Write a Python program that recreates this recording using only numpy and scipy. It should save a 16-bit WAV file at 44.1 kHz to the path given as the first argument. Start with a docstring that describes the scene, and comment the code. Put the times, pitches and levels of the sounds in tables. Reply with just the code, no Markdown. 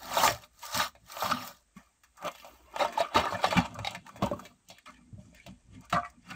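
"""At a table in a small room, hands tear open a toy package of card and a thin plastic shell.
Card fibres rip in three pulls; the shell then buckles, snaps, ticks and crackles: noise rings its modes.
The toy bumps the table top with blows and rubbing noise; the toy, a tab and single panels ring as dying tones.
A short noise tail is the room's echo; filtered noise makes a faint hiss and a low hum."""
import sys
import numpy as np
from scipy import signal
from scipy.fft import rfft, irfft, next_fast_len
from scipy.io import wavfile
from scipy.ndimage import uniform_filter1d, map_coordinates

SR = 44100
rng = np.random.default_rng(int(sys.argv[2]) if len(sys.argv) > 2 else 0)


def materialize(psi):
    """Save the field psi as 16-bit PCM at rate SR to the path in sys.argv[1].

    A 1-D psi becomes a single channel; in a 2-D psi each row is a channel.
    """
    bounded = np.clip(np.atleast_2d(psi).T, -1, 1)
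    quanta = np.round(bounded * 32767).astype(np.int16)
    wavfile.write(sys.argv[1], SR, quanta)


N = 280033  # samples, 6.35 s

PARTED_S = 1.6  # the card comes off
HANDS_REST_DB, TABLE_REST_DB = -86, -86  # nothing moving
# fizz over a boom of -40 dB, dB per dB of boom, dB per dB of crinkle
FIZZ_DB, FIZZ_GROWS, FIZZ_BRIGHT = -15.5, 0.54, 0.28


def package():
    """Steady handling and single snaps shake the same four bodies: shell, folds, fibres and table."""
    boom_db, crinkle_db, fizz_db, shell_hz, fold_hz = hands()
    shell_snaps, fold_snaps, fibre_snaps, table_snaps = snaps()
    breaks = crackle(per_second=250.0, spread_db=1.5, life=0.01, smooth=0.29)
    fine = crackle(per_second=500.0, spread_db=9.5, life=0.0018, smooth=0.69)
    card = np.arange(N) < PARTED_S * SR
    gentle_db = np.clip(-36 - crinkle_db, 0, 12)
    return (shell_boom(breaks, boom_db, shell_hz, shell_snaps, card)
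            + fold_crinkle(breaks, fine, crinkle_db, fold_hz, fold_snaps, card, gentle_db)
            + tearing(breaks, fine, crinkle_db, card, gentle_db)
            + fibre_fizz(breaks, fine, fizz_db, fibre_snaps + ticks())
            + table_top(table_snaps))


# Three pulls that rip the card, one list each.
# Each row: time in seconds, level in dB, fizz over it in dB.
PULLS = [
    [(0.0, -48.5, -13.5), (0.166, -34, -10.5), (0.172, -26.5, -13.5), (0.208, -26.5, -11), (0.25, -21, -8),
     (0.402, -55, -11), (0.45, -53, -6.5), (0.49, -81, -3.5)],
    [(0.49, -84, -3), (0.622, -53.5, -2), (0.628, -48, -0.5), (0.71, -44, -7.5), (0.752, -29, -9.5),
     (0.826, -26.5, -15.5), (0.872, -38, -13.5), (0.94, -97.5, 8.5)],
    [(1.02, -84, -3), (1.094, -49.5, -9), (1.26, -31, -13.5), (1.286, -34.5, -13), (1.32, -27.5, -22.5),
     (1.336, -39.5, -21), (1.476, -43.5, -6.5), (1.63, -77.5, -4.5)],
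]
PULL_SHELL_HZ, PULL_FOLD_HZ = [885, 1240, 1000], 2700  # favoured pitch of each pull; of all pulls
PULL_CRINKLE_DB = -9  # over the boom
# Squeezes and shifts of the shell. Each row: peak time in seconds, boom in dB, rise in seconds,
# fall in seconds, crinkle over the boom in dB, favoured shell pitch in Hz, favoured fold pitch in Hz.
SQUEEZES = [(0.03, -45, 0.046, 0.065, -19, 810, 2000), (0.155, -29.5, 0.11, 0.13, -10, 994, 1954),
            (1.768, -54.5, 0.024, 0.19, 2, 1100, 2040), (2.278, -29, 0.089, 0.058, -8, 830, 2370),
            (2.4, -54, 0.27, 0.32, 7, 890, 2500), (2.47, -52, 0.053, 0.72, -6.5, 725, 2300),
            (2.814, -24, 0.097, 0.18, -6, 760, 2170), (3.002, -27, 0.071, 0.11, -3.5, 800, 2500),
            (3.168, -22, 0.058, 0.2, -5, 725, 2580), (3.339, -30, 0.28, 0.093, -9, 830, 2450),
            (3.445, -26, 0.039, 0.11, -2, 910, 2330), (3.592, -30, 0.7, 0.14, -5.5, 855, 2390),
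            (3.66, -36.5, 0.06, 0.037, 0, 870, 2370), (3.87, -45.5, 0.049, 0.17, 9, 870, 2680),
            (3.961, -44.5, 1, 0.056, -6.5, 890, 2550), (4.078, -48, 0.054, 0.17, -4, 780, 2600),
            (4.234, -28.5, 0.037, 0.19, -11, 613, 2540), (4.324, -36, 0.016, 0.16, -54, 516, 2380),
            (4.469, -54.5, 0.37, 0.12, -0.5, 610, 3000), (4.702, -55, 0.032, 0.15, 10, 673, 3100),
            (4.86, -47.5, 0.0048, 0.18, 4, 1250, 2120), (5.201, -65.5, 0.042, 1, -2, 610, 2390),
            (5.361, -70.5, 0.049, 0.31, 19.5, 616, 2240), (5.488, -53.5, 0.075, 0.091, -1, 718, 2700),
            (5.851, -51.5, 0.071, 0.062, -1.5, 1180, 2250), (5.75, -59.5, 0.068, 0.085, 8, 760, 2280),
            (5.944, -26, 0.027, 0.11, -10, 1140, 2360), (6.052, -51.5, 0.024, 0.11, 5.5, 1166, 2100),
            (6.31, -43, 0.092, 0.13, 3, 1400, 2180)]
SQUEEZE_SHAPE = 0.81  # how a fall bends: 1 straight, more lingers and then drops


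def hands():
    """Pulls and squeezes add their power into boom, crinkle and fizz; the loudest steers the pitch."""
    t = np.arange(N) / SR
    pulls = np.array([np.interp(t, *np.transpose(pull)[:2], left=-200, right=-200) for pull in PULLS])
    pull_fizz_db = curves(np.vstack(PULLS))[1]
    squeezes = swells(SQUEEZES, SQUEEZE_SHAPE)
    db, bright, shell_hz, fold_hz = np.array(SQUEEZES).T[[1, 4, 5, 6]]
    squeeze_fizz_db = FIZZ_DB + (FIZZ_GROWS - 1) * (db + 40) + FIZZ_BRIGHT * bright

    boom = np.vstack([pulls, squeezes])
    crinkle = np.vstack([pulls + PULL_CRINKLE_DB, squeezes + bright[:, None]])
    fizz = np.vstack([pulls + pull_fizz_db, squeezes + squeeze_fizz_db[:, None]])
    all_fold_hz = np.r_[[PULL_FOLD_HZ] * len(PULLS), fold_hz]
    boom_db, shell_hz = blend(boom, HANDS_REST_DB, np.r_[PULL_SHELL_HZ, shell_hz])
    crinkle_db, fold_hz = blend(crinkle, HANDS_REST_DB, all_fold_hz)
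    fizz_db, = blend(fizz, HANDS_REST_DB)
    return boom_db, crinkle_db, fizz_db, shell_hz, fold_hz


# Resonances of the plastic shell, each rung by two equal filters in a row.
# Each row: pitch in Hz, width of one filter in Hz, relative level in dB.
SHELL_MODES = [(383.6, 342, 0), (615.7, 87, 2.5), (683, 113, 2), (770.4, 170, -0.5), (885, 210, -0.5),
               (1061, 100, -1.5), (1197.7, 130, 4.5), (1273.6, 120, -5.5), (1474, 110, -3)]


def shell_boom(breaks, boom_db, shell_hz, blows, card):
    """Crackling force rings the broad panels of the shell; the card makes that force smoother."""
    force = np.where(card, unit(breaks + rng.standard_normal(N)), breaks)
    focus_db, swell_db = np.where(card, 8, 7.0), np.where(card, 2.5, 4.5)
    return struck(amp(boom_db) * force, shell_hz, blows, SHELL_MODES, focus_db, swell_db)


# Resonances of the small folds, each rung by two equal filters in a row.
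# Each row: pitch in Hz, width of one filter in Hz, relative level in dB.
FOLD_MODES = [(1814, 410, 4), (2128, 200, 4), (2366, 310, 4.5), (2742, 260, 1), (2987, 720, 1),
              (3340, 310, 2.5), (3786, 540, 4), (4284, 710, 1.5), (5320, 870, 1.5)]


def fold_crinkle(breaks, fine, crinkle_db, fold_hz, blows, card, gentle_db):
    """Tearing card excites all folds evenly; soft handling of plastic rings only folds near the grip."""
    force = amp(crinkle_db) * unit(breaks + 0.75 * fine)
    focus_db = np.where(card, 1.5, 10.0 + 1.8 * gentle_db)
    swell_db = np.where(card, 1.5, 3.0)
    return struck(force, fold_hz, blows, FOLD_MODES, focus_db, swell_db)


# Colour of fibres and creases parting. Each row: pitch in Hz, relative level per Hz in dB.
TEAR_COLOUR = [(400, -31), (900, -6), (1600, 2.5), (3000, -1), (4500, 0), (6500, -11), (9000, -15),
               (16000, -40)]
TEAR_DB = 0.5, -6.5  # over the crinkle: card on, card off


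def tearing(breaks, fine, crinkle_db, card, gentle_db):
    """Fibres and creases part in patches of coloured noise, weaker in soft handling of plastic."""
    level_db = crinkle_db + np.where(card, *TEAR_DB) - ~card * gentle_db / 2
    return amp(level_db) * filtered(patchy(breaks + fine, depth_db=5.0), coloured(TEAR_COLOUR))


# Colour of the fibres' fizz. Each row: pitch in Hz, relative level per Hz in dB.
FIZZ_COLOUR = [(2820, -29.5), (4800, -2.5), (5130, -10.5), (5550, -2), (6120, 0), (7840, 0), (8880, -8),
               (9440, -16), (11300, -13.5), (12700, -7), (15200, -3), (16200, -12), (16500, -41.5)]
# Level of the top of the steady fizz, above 11.5 kHz. Each row: time in seconds, gain in dB.
SHEEN_CURVE = [(0, 5.5), (.5, -1), (1.4, 6.5), (1.7, -4), (2.1, 1.5), (2.5, 5), (2.9, -2), (3.5, -3),
               (3.8, -18), (4.4, 4), (5.0, -15), (5.8, -29.5), (6.35, -6)]
SNAP_SHEEN_DB = -4  # the same for snaps and ticks


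def fibre_fizz(breaks, fine, fizz_db, blows):
    """Fine breaks fizz in the treble; card fizzes higher than plastic, so the top has its own level."""
    steady = amp(fizz_db) * patchy(0.041 * breaks + fine, depth_db=3.0)
    fizz = np.array([filtered(x, coloured(FIZZ_COLOUR)) for x in (steady, blows)])
    highpass = signal.butter(6, 11500.0, "high", fs=SR, output="sos")
    top = signal.sosfiltfilt(highpass, fizz)
    sheen_db, = curves(SHEEN_CURVE)
    return fizz.sum(0) + (amp(sheen_db) - 1) * top[0] + (amp(SNAP_SHEEN_DB) - 1) * top[1]


# Single snaps. Each row: start in seconds, level in dB, crinkle over it in dB,
# rattle t60 in seconds (of the shell), favoured shell pitch in Hz, favoured fold pitch in Hz.
SNAP_LIST = [(0.17, -15.5, -20, 0.083, 885, 1800), (0.235, -18, -12, 0.045, 940, 2100),
             (0.278, -19.5, -2.5, 0.17, 560, 1990), (0.436, -51.5, 8, 0.051, 938, 3340),
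             (0.629, -59, 18.5, 0.19, 925, 2090), (0.744, -30.5, 3, 0.073, 1150, 3740),
             (0.8, -18, -6, 0.073, 1120, 3370), (0.951, -48.5, -0.5, 0.11, 620, 1930),
             (1.099, -45.5, 2, 0.073, 1190, 3700), (1.168, -28.5, -7.5, 0.031, 960, 2170),
             (1.223, -20, -21, 0.11, 970, 1840), (1.254, -22.5, -12.5, 0.12, 1170, 4090),
             (1.299, -25.5, -7, 0.11, 1240, 1880), (1.313, -20, -5.5, 0.027, 1190, 3450),
             (1.766, -56.5, -8, 0.061, 1120, 1900), (2.035, -55, 3, 0.16, 1270, 2300),
             (2.176, -49, -8, 0.18, 1240, 1870), (2.225, -36.5, -7, 0.069, 603, 1850),
             (2.249, -31.5, -6, 0.11, 574, 2730), (2.275, -31.5, -12, 0.052, 920, 1740),
             (2.35, -45, -3, 0.096, 840, 2720), (2.446, -40, -7.5, 0.13, 670, 3240),
             (2.762, -24, -6.5, 0.03, 870, 2330), (2.795, -22.5, -8, 0.086, 630, 2230),
             (2.849, -18.5, -20, 0.077, 810, 1680), (2.925, -52, 16, 0.27, 1280, 1870),
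             (2.977, -28, -9, 0.14, 840, 1720), (3.005, -23.5, -2, 0.088, 666, 1740),
             (3.146, -25, -2, 0.25, 860, 2590), (3.161, -13.5, -25, 0.13, 1050, 2380),
             (3.172, -18, -4.5, 0.11, 660, 2920), (3.197, -28, 1.5, 0.18, 980, 1840),
             (3.255, -22.5, -6.5, 0.056, 624, 1820), (3.324, -24.5, -25, 0.064, 870, 1790),
             (3.442, -12.5, -11, 0.069, 850, 2630), (3.508, -30, 5.5, 0.11, 1320, 2500),
             (3.526, -19.5, -12, 0.081, 840, 1840), (3.569, -20.5, -0.5, 0.16, 880, 2400),
             (3.753, -38, -21.5, 0.043, 1210, 1700), (3.789, -28.5, -9.5, 0.076, 820, 2180),
             (3.847, -36.5, 6.5, 0.071, 764, 3620), (3.871, -34, 5.5, 0.072, 730, 3720),
             (3.949, -48, 18, 0.092, 615, 2160), (4.066, -48.5, 4.5, 0.049, 1250, 2040),
             (4.091, -37.5, -7, 0.049, 1290, 1650), (4.159, -37.5, -7.5, 0.22, 630, 2030),
             (4.223, -17.5, -12, 0.092, 500, 2850), (4.314, -26, -26, 0.057, 460, 2070),
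             (4.393, -35, -12, 0.1, 1160, 2310), (4.452, -48, 7.5, 0.12, 587, 2280),
             (4.701, -45, 2, 0.12, 687, 4100), (4.784, -66, 19.5, 0.072, 619, 1860),
             (4.861, -45.5, -14, 0.035, 1280, 2190), (5.347, -56.5, 5.5, 0.076, 594, 2330),
             (5.464, -43.5, 2, 0.092, 635, 2980), (5.898, -56.5, 14.5, 0.22, 1240, 2290),
             (5.926, -22, -1, 0.12, 1130, 2290), (6.307, -49, 3, 0.057, 1250, 1690)]
CRACK_S, CRACK_DB = 0.0023, 6.5  # t60 of a snap's first crack, its level over the fizz
SNAP_FIZZ_DB, SNAP_CARD_DB, SNAP_TABLE_DB = 7, -10, -30  # fizz, extra while the card is on, table push
SNAP_BRIGHT = 0.51  # dB of fizz per dB of crinkle


def snaps():
    """Each snap is a blow and a rattle on every shell mode, every fold mode, the fibres and the table."""
    shell, folds, rest = (np.zeros((rows, N + SR)) for rows in (len(SHELL_MODES), len(FOLD_MODES), 2))
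    for s, db, bright, t60, shell_hz, fold_hz in SNAP_LIST:
        fizz = FIZZ_DB + SNAP_FIZZ_DB + SNAP_CARD_DB * (s < PARTED_S)
        fizz += (FIZZ_GROWS - 1) * (db + 39.5) + SNAP_BRIGHT * bright
        # rows: shell, folds, fibres, table, first crack; high modes settle first
        body_t60 = max(t60, 0.01) * np.array([1, 0.78, 0.43, 0.84])
        rattle = rattles([*body_t60, CRACK_S], [1, 1, 0, 1, 0])
        rattle *= amp(db + np.c_[[0, bright, fizz, SNAP_TABLE_DB, fizz + CRACK_DB]])
        rattle[2] += rattle[4]
        start = round(s * SR)
        at = slice(start, start + rattle.shape[1])
        shell[:, at] += favour(SHELL_MODES, shell_hz, focus_db=31.0) * rattle[0]
        folds[:, at] += favour(FOLD_MODES, fold_hz, focus_db=10) * rattle[1]
        rest[:, at] += rattle[2:4]
    return shell[:, :N], folds[:, :N], *rest[:, :N]


def favour(modes, hz, focus_db):
    """Gain of each mode: less in octaves away from a pitch, with a random spread."""
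    octaves = np.log2(np.array(modes)[:, :1] / hz)
    return amp(-focus_db * octaves ** 2 + rng.normal(0, 1.9, (len(modes), 1)))


# Thin treble ticks. Each row: start in seconds, level in dB.
TICK_LIST = [(0.3595, -55), (0.591, -48), (2.17, -51.5), (2.315, -45.5), (3.743, -45.5), (3.9076, -39.5),
             (4.26, -40), (4.3963, -46.5), (4.686, -45.5), (5.8082, -55), (5.852, -55), (5.898, -46),
             (6.0995, -51.5)]


def ticks():
    """Short noise rattles on the fibres alone, without a blow."""
    out = np.zeros(N + SR)
    for s, db in TICK_LIST:
        out[round(s * SR):][:SR // 4] += amp(db) * rattles([0.031], [0])[0]  # t60 in s
    return out[:N]


# Things bumping, rubbing and rolling on the table. Each row: peak time in seconds, level in dB,
# rise in seconds, fall in seconds, favoured table pitch in Hz.
BUMP_LIST = [(0.228, -41, 0.36, 0.22, 206), (0.31, -35, 0.23, 0.093, 72), (0.749, -34.5, 0.0074, 0.13, 175),
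             (1.041, -58, 0.17, 0.11, 126), (1.229, -45.5, 0.0081, 0.25, 150),
             (1.309, -34, 0.079, 0.19, 192), (1.763, -49, 0.01, 0.044, 128), (2.239, -46, 0.057, 0.12, 195),
             (2.508, -54.5, 0.21, 0.012, 260), (2.808, -46, 0.061, 0.32, 272), (3, -45.5, 0.021, 0.07, 260),
             (3.159, -24, 0.0087, 0.075, 148), (3.25, -46.5, 0.032, 0.14, 172),
             (3.332, -34, 0.029, 0.068, 173), (3.45, -41.5, 0.016, 1, 173), (3.565, -15, 0.011, 0.051, 130),
             (3.65, -46, 0.11, 0.28, 148), (3.795, -33.5, 0.056, 0.065, 100), (3.97, -52, 0.72, 0.17, 131),
             (4.16, -45, 0.13, 0.12, 176), (4.226, -25, 0.014, 0.064, 165),
             (4.315, -27, 0.0086, 0.064, 165.6), (4.401, -47, 0.019, 0.07, 187),
             (4.46, -57.5, 0.2, 0.22, 197), (4.703, -50.5, 0.045, 0.077, 192),
             (4.889, -50.5, 0.06, 0.53, 246), (5.299, -56.5, 0.46, 0.14, 255),
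             (5.129, -43.5, 0.012, 0.22, 109), (5.26, -55, 0.056, 0.076, 100),
             (5.481, -40.5, 0.074, 0.1, 133), (5.679, -52.5, 0.067, .1, 98),
             (5.748, -39.5, 0.068, 0.15, 153), (5.928, -30, 0.013, 0.11, 171),
             (6.171, -54, 0.14, 0.044, 235), (6.31, -47, 0.24, .4, 152)]
BUMP_SHAPE = 1.19  # how a fall bends: 1 straight, more lingers and then drops
# blow over the rub; less after a slow rise; share of the rise it comes early; t60 of its rattle
KNOCK_DB, SOFTER_DB_PER_S, LEAD, RATTLE_S = -3.1, 158, 0.25, 0.072
# Resonances of the table top, each rung by two equal filters in a row.
# Each row: pitch in Hz, width of one filter in Hz, relative level in dB.
TABLE_MODES = [(71, 12, 0), (106, 55, -0.5), (174.3, 43, -2), (245, 31, 0), (281, 25, -11.5)]


def table_top(pushes):
    """Rubbing noise swells around each bump, a blow strikes early in it, and both ring the table."""
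    blows = np.pad(pushes, (0, SR))
    for s, db, rise, *_ in BUMP_LIST:
        knock = amp(db + KNOCK_DB - SOFTER_DB_PER_S * rise) * rattles([RATTLE_S], [1])[0]
        blows[round((s - LEAD * rise) * SR):][:len(knock)] += knock
    favoured_hz = np.array(BUMP_LIST)[:, 4]
    rumble_db, table_hz = blend(swells(BUMP_LIST, BUMP_SHAPE), TABLE_REST_DB, favoured_hz)
    rubbing = crackle(per_second=200.0, spread_db=1.5, life=0.005, smooth=0.6)
    return struck(amp(rumble_db) * rubbing, table_hz, [blows[:N]] * len(TABLE_MODES), TABLE_MODES,
                  focus_db=10.5, swell_db=2.0)


# Modes of the hollow plastic toy. Each row: pitch in Hz, relative level in dB, t60 in seconds.
TOY_MODES = [(704, 0.8, 0.14), (1147, 4.5, 0.085), (1292, 5, 0.028), (1600, -10, 0.066),
             (1940, -2.5, 0.044), (2270, -10, 0.05), (2530, -16, 0.023)]
# The toy knocks and chatters. Each row: start in seconds, level in dB, brightness in dB per octave.
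TOY_KNOCKS = [(5.929, -26, -1), (5.944, -36, 12), (5.961, -31, 0), (5.968, -30, -4), (6.031, -42.5, 8),
              (6.039, -49, 1), (6.047, -43, 13.5), (6.058, -51.5, 11.5)]
# Modes of a stiff plastic tab. Each row: pitch in Hz, relative level in dB, t60 in seconds.
TAB_MODES = [(800, 0.5, 0.043), (2170, 1, 0.02), (3830, 0, 0.024)]
# The tab springs free. Each row: start in seconds, level in dB.
TAB_FLICKS = [(3.8468, -26.5), (3.8719, -22.5)]
# One panel pops and rings alone. Each row: start in seconds, level in dB, pitch in Hz, t60 in seconds.
PANEL_POPS = [(0.018, -38.5, 788, 0.07), (0.082, -43, 744, 0.077), (0.236, -21, 933, 0.027),
              (0.251, -9, 870, 0.029), (0.63, -37.5, 941, 0.059), (1.319, -15, 1267, 0.037),
              (1.765, -40.5, 200, 0.084), (1.766, -49.5, 1130, 0.1), (2.2755, -23.5, 1140, 0.0073),
              (2.975, -15.5, 878, 0.063), (3.004, -13, 671, 0.06), (3.256, -30, 947, 0.057),
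              (3.272, -28.5, 1740, 0.062), (3.326, -26, 932, 0.052), (3.346, -26, 1754, 0.053),
              (3.444, -14, 1170, 0.038), (3.472, -19.5, 660, 0.025), (3.571, -21, 2360, 0.058),
              (3.585, -15, 803, 0.041), (4.225, -19, 193, 0.074), (4.228, -16.5, 1090, 0.033),
              (4.236, -20.5, 573, 0.07), (4.314, -22, 584, 0.091), (4.331, -33.5, 1100, 0.076),
              (4.452, -46.5, 2310, 0.11), (4.873, -42.5, 1290, 0.091), (4.875, -47.5, 2190, 0.053),
              (5.128, -38.5, 107, 0.24), (5.184, -40.5, 184, 0.094), (5.178, -55, 608, 0.26),
              (5.328, -54.5, 608, 0.1), (5.398, -44, 2260, 0.046), (5.466, -48.5, 630, 0.052)]
# Bare clicks of a fibre or fold giving way. Each row: start in seconds, level in dB.
CLICK_LIST = [(0.2781, -4), (0.6264, -30), (.7862, -27), (1.169, -32), (1.364, -29), (3.949, -26),
              (5.9308, -19)]
CLICK_HZ, CLICK_S = 2690, 0.0013  # CLICK_S sets the rise; the fall is held to a t60 of 2 ms
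CONTACT_S, CHATTER_DB = 0.0016, 2.5  # longest rise of a ring, its unsteadiness


def rings():
    """Clean dying tones: the toy's modes at every knock, the tab, single panels and clicks."""
    out, t = np.zeros(N + SR), np.arange(SR // 4) / SR
    toy = [(s, db + level + bright * np.log2(hz / 1000) + rng.normal(0, 2), hz, t60)
           for s, db, bright in TOY_KNOCKS for hz, level, t60 in TOY_MODES]
    tab = [(s, db + level, hz, t60) for s, db in TAB_FLICKS for hz, level, t60 in TAB_MODES]
    clicks = [(s, db, CLICK_HZ, CLICK_S) for s, db in CLICK_LIST]
    for s, db, hz, t60 in toy + tab + PANEL_POPS + clicks:
        chatter_db = CHATTER_DB * map_coordinates(rng.standard_normal(64), [t * 200])
        drift = 0.5 * np.cumsum(rng.standard_normal(len(t))) / np.sqrt(len(t))
        phase = 2 * np.pi * (hz * t + rng.random()) + drift
        decay = amp(db - 60 * t / max(t60, 0.002) + chatter_db)
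        onset = 1 - np.exp(-t / min(CONTACT_S, t60 / 20))
        out[round(s * SR):][:len(t)] += decay * onset * np.sin(phase)
    return out[:N]


# Decay of the room. Each row: pitch in Hz, t60 in seconds.
ROOM_DECAY = [(100, 0.11), (700, 0.13), (4000, 0.15), (13000, 0.054)]


def room(x):
    """A noise tail, 200 samples late, in which each frequency dies at its own speed."""
    hz, t, z = signal.stft(rng.standard_normal(SR // 2), SR, nperseg=256)
    decay = amp(-60 * t / along(ROOM_DECAY, hz)[:, None])
    tail = signal.istft(z * decay, SR, nperseg=256)[1]
    return signal.fftconvolve(np.pad(x, (200, 0)), tail / np.linalg.norm(tail))[:N]


# Colour of the hiss. Each row: pitch in Hz, relative level per Hz in dB.
HISS_COLOUR = [(18, -24.5), (30, 3), (181, -8), (261, -4), (533, -14), (1840, -11), (2050, -12.5),
               (4900, -17), (8530, -7), (9700, -36), (16500, -45)]
# Wavering level of the low hum. 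Each row: time in seconds, level in dB.
HUM_LEVEL = [(0.0, -59), (.35, -64.5), (1.2, -70), (1.6, -74), (2.2, -73.5), (2.8, -63), (3.1, -73.5),
             (4.8, -77), (5.2, -62), (6.35, -68.5)]


def background():
    """Steady coloured hiss, and noise through one narrow resonance as a wavering hum."""
    hz, width = 58, 7.0
    hum = filtered(rng.standard_normal(N),
                   lambda f: 1j * f * width / (hz * hz - f * f + 1j * f * width) + 1e-9)
    hiss = filtered(rng.standard_normal(N), coloured(HISS_COLOUR))
    return amp(curves(HUM_LEVEL)[0]) * hum + amp(-74.5) * hiss


def struck(steady, steady_hz, blows, modes, focus_db, swell_db):
    """A body rung mode by mode; the grip favours modes near its pitch, and each swells by itself."""
    out, power = np.zeros(N), 0
    for k, (hz, width, db) in enumerate(modes):
        gain = amp(db - focus_db * np.log2(hz / steady_hz) ** 2 + swell_db * wobble(25.0))
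        force = gain * steady + amp(db) * blows[k]
        peak = signal.iirpeak(hz, hz / width, SR)
        out += signal.lfilter(*peak, signal.lfilter(*peak, force))  # twice for steep skirts
        power += amp(2 * db) * np.pi * width / SR / 2
    return out / np.sqrt(power)


def rattles(t60, blow):
    """A short blow on top of a lumpy noise rattle that builds up and dies, one row for each body."""
    t, t60 = np.arange(SR // 4) / SR, np.c_[t60]
    lumps = amp(np.repeat(rng.standard_normal(len(t) // 105), 105))
    force = amp(-60 * t / t60) * lumps * rng.standard_normal((len(t60), len(t)))
    force *= 1 - np.exp(-t / (0.027 * t60))  # build-up as a share of t60
    force[:, :12] += 3 * np.hanning(12) * np.c_[blow]
    return force


def crackle(per_second, spread_db, life, smooth):
    """Tiny breaks at random moments, each a burst dying over life in s, over a smooth rustle."""
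    sizes = amp(spread_db * np.minimum(rng.exponential(size=N), 4))
    hits = (rng.random(N) < per_second / SR) * sizes
    bursts = signal.lfilter([1], [1, -np.exp(-1 / (life * SR))], hits)
    return rng.standard_normal(N) * unit(smooth + (1 - smooth) * unit(bursts))


def patchy(x, depth_db):
    """Random patches of gain in time and pitch, scaled to rms 1."""
    z = signal.stft(x, nperseg=256)[2]
    field = uniform_filter1d(rng.standard_normal(z.shape), size=4, axis=0)
    field = uniform_filter1d(field, size=5, axis=1)
    return unit(signal.istft(z * amp(depth_db * unit(field)), nperseg=256)[1][:N])


def swells(rows, shape):
    """Level in dB of each (peak s, dB, rise s, fall s) row: straight up, then down along a bend."""
    s, db, rise, fall = np.array(rows)[:, :4].T[..., None]
    late = np.arange(N) / SR - s
    # 30 dB gained in a rise and lost in a fall
    return db - 30 * np.where(late < 0, -late / np.abs(rise), np.abs(late / fall) ** shape)


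def blend(levels_db, rest_db, *values):
    """Summed level of overlapping swells, and values weighted by their power."""
    power = amp(2 * np.maximum(levels_db, -200))
    total_db = 10 * np.log10(power.sum(0) + amp(2 * rest_db))
    return [total_db] + [np.dot(v, power) / power.sum(0) for v in values]


def wobble(rate):
    """A smooth random curve, rate knots a second."""
    return map_coordinates(rng.standard_normal(int(N * rate / SR) + 4), [np.arange(N) * rate / SR])


def filtered(x, response):
    """x through a response of frequency that keeps the power of white noise."""
    m = next_fast_len(N + SR // 2)
    h = response(np.fft.rfftfreq(m, 1 / SR))
    return irfft(rfft(x, m) * unit(np.abs(h)) * np.exp(1j * np.angle(h)), m)[:N]


def coloured(points):
    """The response of a smooth spectrum."""
    return lambda f: amp(along(points, f))


def along(points, hz):
    """Values of (Hz, value) points, read on a log axis."""
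    f, v = np.transpose(points)
    return np.interp(np.log(hz + 1), np.log(f + 1), v)


def curves(rows):
    """One value per sample for each column after the time."""
    s, *cols = np.transpose(rows)
    return [np.interp(np.arange(N) / SR, s, c) for c in cols]


def amp(db):
    """Gain of a level in dB."""
    return 10 ** (np.asarray(db) / 20)


def unit(x):
    """Scaled to rms 1."""
    return x / np.sqrt(np.mean(x ** 2) + 1e-20)


def scene():
    """The package and the toy near, their echo, the background."""
    near = package() + rings()
    return (near + amp(-17.0) * room(near) + background())[None]


def record(dry):
    """The top rolls off over 250 Hz, to nothing above 15.9 kHz."""
    hz = np.fft.rfftfreq(N, 1 / SR)
    return irfft(rfft(dry) * np.clip((15900 - hz) / 250, 0, 1) ** 2, N)


dry = scene()
out = record(dry)
materialize(out)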